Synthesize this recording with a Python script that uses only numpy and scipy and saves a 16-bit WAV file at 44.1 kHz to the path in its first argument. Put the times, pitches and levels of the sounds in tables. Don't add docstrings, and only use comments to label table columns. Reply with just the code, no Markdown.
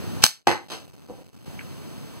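import sys
import numpy as np
from scipy import signal
from scipy.fft import rfft, irfft
from scipy.io import wavfile
from scipy.ndimage import uniform_filter1d

SR = 44100
rng = np.random.default_rng(int(sys.argv[2]) if len(sys.argv) > 2 else 0)


def store_wav(level_fs):
    pcm = np.round(np.clip(np.atleast_2d(level_fs), -1, 1) * 32767)
    wavfile.write(sys.argv[1], SR, pcm.T.astype(np.int16))


def undo_db(level):
    steps = np.asarray(level, float) / 20
    return 10 ** steps


N = 97020
TIME = np.arange(N) / SR

# frequency in Hz, level in dB.
WALL_TONE = [(120, -9.5), (250, 10.5), (1000, 1), (2000, -2), (3600, 4), (8000, -5.5), (12000, -15.5),
             (16000, -16.5)]


def evened(x):
    return x / np.sqrt(np.mean(x ** 2) + 1e-20)


def add(mix, start, sound):
    part = mix[round(start * SR):][:len(sound)]
    part += sound[:len(part)]


def late(x, samples):
    turn = np.exp(-2j * np.pi * np.fft.rfftfreq(N) * samples)
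    return irfft(rfft(x) * turn, N)


def tinted(x, tone):
    hz, db = np.transpose(tone)
    f = np.fft.rfftfreq(x.shape[-1], 1 / SR)
    gain = undo_db(np.interp(np.log(f + 1), np.log(hz), db))
    return irfft(rfft(x) * gain, x.shape[-1])


def burst(tone, length):
    shape = np.exp(-(np.arange(1024) / SR / length) ** 4)
    x = rng.standard_normal(len(shape)) * shape
    for _ in range(8):
        flat = irfft(np.exp(1j * np.angle(rfft(x))))
        x = flat * shape
    x = tinted(x, tone) * shape ** 0.3
    return x * np.linalg.norm(shape) / np.linalg.norm(x)


def ring(modes):
    t = np.arange(SR // 8) / SR
    attack = np.minimum(t / 0.0008, 1)
    return attack * sum(undo_db(db - 60 * t / t60) * np.sin(2 * np.pi * hz * t) for hz, db, t60 in modes)


def hall(x, wet_db, t60, damp):
    shared = 0.23
    size = SR // 2
    taps = np.zeros((2, size))
    at = np.arange(120, size - 10, 10) + rng.integers(0, 10, (2, (size - 121) // 10))
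    np.put_along_axis(taps, at, rng.standard_normal(at.shape), 1)
    hz, t, echoes = signal.stft(taps, SR, nperseg=256)
    decay = undo_db(-60 * t / t60 * (1 + damp * hz[:, None] / 1000))
    tail = signal.istft(echoes * decay, SR, nperseg=256)[1]
    tail = tail / np.linalg.norm(tail[0])
    wet = undo_db(wet_db) * signal.fftconvolve(x[None], tail, axes=1)[:, :N]
    return np.array([x + wet[0], x + shared * wet[0] + np.sqrt(1 - shared ** 2) * wet[1]])


def camera_gain_db():
    # time in seconds, gain in dB.
    gain = [(0, 5), (.237, 5), (.28, -8), (.34, -18), (.46, -22), (.66, -8), (.84, -5.5), (1.44, -6.5),
            (1.47, 0), (2.2, 0)]
    return np.interp(TIME, *np.transpose(gain))


def camera_floor():
    # frequency in Hz, level in dB per Hz.
    front_hiss = [(40, -38.5), (80, -14.5), (140, -11), (300, -12), (700, -18.5), (1500, -22.5),
                  (4000, -23.5), (15000, -32.5)]
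    # frequency in Hz, level in dB.
    rear_hiss = [(40, -18.5), (80, -0.5), (140, 3), (300, -7), (700, -18), (1500, -24), (2800, -30.5),
                 (8000, -42)]
    pictures_per_s, buzz_start_s, buzz_db = 29.9, 0.008, -35.5
    lumps_per_s, lump_db = 420, -51.5
    pulse_hz = 220

    floor = np.array([undo_db(db) * evened(tinted(rng.standard_normal(N), tone))
                      for db, tone in [(-48, front_hiss), (-39.5, rear_hiss)]])

    u = np.arange(-400, 400) / SR
    pulse = np.cos(2 * np.pi * pulse_hz * u) * np.exp(-(u * pulse_hz * 2.2) ** 2)
    beat = np.diff(np.floor((TIME - buzz_start_s) * pictures_per_s), prepend=-1)
    beat = beat * undo_db(buzz_db + 2.5 * rng.standard_normal(N))
    lumps = (rng.random(N) < lumps_per_s / SR) * rng.standard_normal(N) * undo_db(lump_db)
    floor[1] += signal.oaconvolve(lumps + beat, pulse, "same")
    return floor * undo_db(camera_gain_db() * np.array([[1], [1.45]]))


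def stock_ticks():
    # start in seconds, level in dB, pitch in Hz.
    tick_events = [
        (0.089, -52, 2384),
        (1.5921, -20.5, 2216),
        (1.593, -42, 1470),
        (1.609, -32, 2530),
        (1.61, -31, 1620),
        (2.17, -36.5, 950),
    ]
    t60 = 0.0079
    x = np.zeros(N)
    for start, db, hz in tick_events:
        tick = ring([(hz, db, t60), (hz * 1.2, db - 9, t60)])
        soft_start = np.minimum(np.arange(len(tick)) / SR / 0.00091, 1)
        add(x, start, tick * soft_start * 1.39)
    return hall(x, wet_db=-11.5, t60=0.076, damp=0.058)


def step_drops():
    # start in seconds, level in dB.
    drops = [
        (1.0881, -36.5),
        (1.098, -27.5),
        (1.181, -38),
        (1.211, -45),
        (1.282, -54),
    ]
    # frequency in Hz, level in dB, T60 in seconds.
    step_modes = [(234, -3.5, 0.014), (316, 2.5, 0.016), (478, -0.5, 0.027), (611, -38, 0.013),
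                  (727, -6, 0.03), (1030, -24, 0.0061)]
    x = np.zeros(N)
    for start, db in drops:
        add(x, start, undo_db(db - 6) * ring(step_modes))
    return hall(x, wet_db=0, t60=0.226, damp=0.15)


def wall_rebounds():
    # start in seconds, level in dB.
    rebounds = [
        (0.684, -48),
        (0.7007, -35),
        (0.717, -32.5),
    ]
    x = np.zeros(N)
    for start, db in rebounds:
        add(x, start, undo_db(db) * burst(WALL_TONE, 0.003))
    return hall(x, wet_db=8.5, t60=0.32, damp=0.0059)


def box_knocks():
    # start in seconds, level in dB.
    knocks = [
        (0.4703, -10.5),
        (.4728, -7.5),
        (.4815, -17),
        (0.4926, -16.5),
        (.514, -16.5),
        (.528, -25),
    ]
    # frequency in Hz, level in dB, T60 in seconds.
    box_modes = [(258, -21, 0.017), (355, 2, 0.025), (512, -2, 0.031), (793, 11.5, 0.012),
                 (1067, -25.5, 0.0126), (1836, 8, 0.0067), (1990, 8, .008), (2620, -32.5, .008),
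                 (4400, -1, 0.0065), (6370, -3, 0.0045), (7500, -43.5, 0.0032)]
    x = np.zeros(N)
    for start, db in knocks:
        add(x, start, -undo_db(db - 8) * ring(box_modes))
        add(x, start, undo_db(db - 9.5) * burst(WALL_TONE, 0.003))
    return hall(x, wet_db=-1, t60=0.27, damp=0.015)


def body_thump():
    hz, db = 168, -4.5
    x = np.zeros(N)
    add(x, 0.24, ring([(hz, db, 0.016), (hz * 1.4, db - 15.5, 0.06)]))
    return x


def rifle():
    # start in seconds, level in dB, burst length in seconds.
    snaps = [
        (0.238, 2.5, 0.0042),
        (0.2638, -16, .003),
    ]
    # frequency in Hz, level in dB.
    snap_tone = [(200, -24.5), (600, -5), (1600, -1), (2500, -3.5), (4600, 3.5), (8000, -4.5), (12000, -11),
                 (16000, -15.5)]
    slip_start_s, slip_s, slip_db, slip_rise_db, grains_per_s = 0.221, 0.0165, -28, 16, 4000
    whip_s, whip_db = 0.025, -24

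    x = np.zeros(N)
    for start, db, length in snaps:
        add(x, start, undo_db(db) * burst(snap_tone, length))

    grains = rng.random(N) < grains_per_s / SR
    grit = rng.standard_normal(N) * (0.25 + grains * 1.2)
    slip = evened(tinted(grit, [(100, -21), (1500, -8), (3000, 2), (7000, -6.5), (10000, -18)]))
    u = (TIME - slip_start_s) / slip_s
    swell = undo_db(slip_db + slip_rise_db * (np.clip(u, 0, 1) - 0.5))
    x += slip * swell * (u > 0) * (u < 1)

    w = (TIME - snaps[0][0]) / whip_s
    x += undo_db(whip_db) * evened(tinted(grit[::-1], snap_tone)) * (w > 0) * (w < 1)

    thin = tinted(x, [(1200, -7), (3200, -2), (16000, 2.5)])
    return x - thin + hall(thin, wet_db=-17.5, t60=0.26, damp=0.03)


def ports(front, rear):
    port_lag, left_lag = 21.1, 3.6
    left = late(rear - late(front, port_lag), left_lag)
    right = front - late(rear, port_lag)
    return np.array([left, right])


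def scene():
    # frequency in Hz, level in dB.
    rear_far = [(100, 6), (1000, -2.5), (1600, -0.5), (2600, -2.5), (4000, -40), (12000, -28.5)]
    rear_near = [(100, -2.5), (1900, 2), (2600, -9.5), (4000, -29.5), (12000, -24)]
    front_near = [(100, -13), (1200, -13.5), (1900, 7), (2600, 2.5), (12000, 4)]
    floor = camera_floor()
    far = step_drops() + wall_rebounds() + box_knocks()
    near = stock_ticks() + rifle()
    front = far[0] + tinted(near[0], front_near) + floor[0]
    rear = tinted(far[1], rear_far) + tinted(near[1], rear_near) + floor[1] - body_thump()
    return ports(front, rear)


def noise_gate(x):
    threshold_db, slope, depth_db, window_s = -47, 6, 12, 0.002
    power = (x ** 2).mean(0)
    power_db = 10 * np.log10(abs(uniform_filter1d(power, round(window_s * SR))) + 1e-12)
    held_db = 10 * np.log10(abs(uniform_filter1d(power, 2600, origin=600)) + 1e-12)
    ducked_db = np.minimum(camera_gain_db() + 6, 0)
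    cut_db = np.clip((threshold_db + ducked_db - power_db) * slope, 0, depth_db)
    cut_db *= np.clip((threshold_db + 3 - held_db) / 1.5, 0, 1)
    return x / undo_db(uniform_filter1d(cut_db, 40))


def roll_off(x):
    return signal.sosfilt(signal.butter(12, 15980, fs=SR, output="sos"), x)


def record(dry):
    gated = noise_gate(dry)
    low_cut = signal.butter(2, 26, "high", fs=SR, output="sos")
    gated = signal.sosfilt(low_cut, gated)
    treble_edge = signal.firwin(255, 15900, window=("kaiser", 7), fs=SR)[None]
    mix = np.clip(signal.oaconvolve(gated, treble_edge, "same"), -1, 1)
    return roll_off(mix)


dry = scene()
out = record(dry)
store_wav(out)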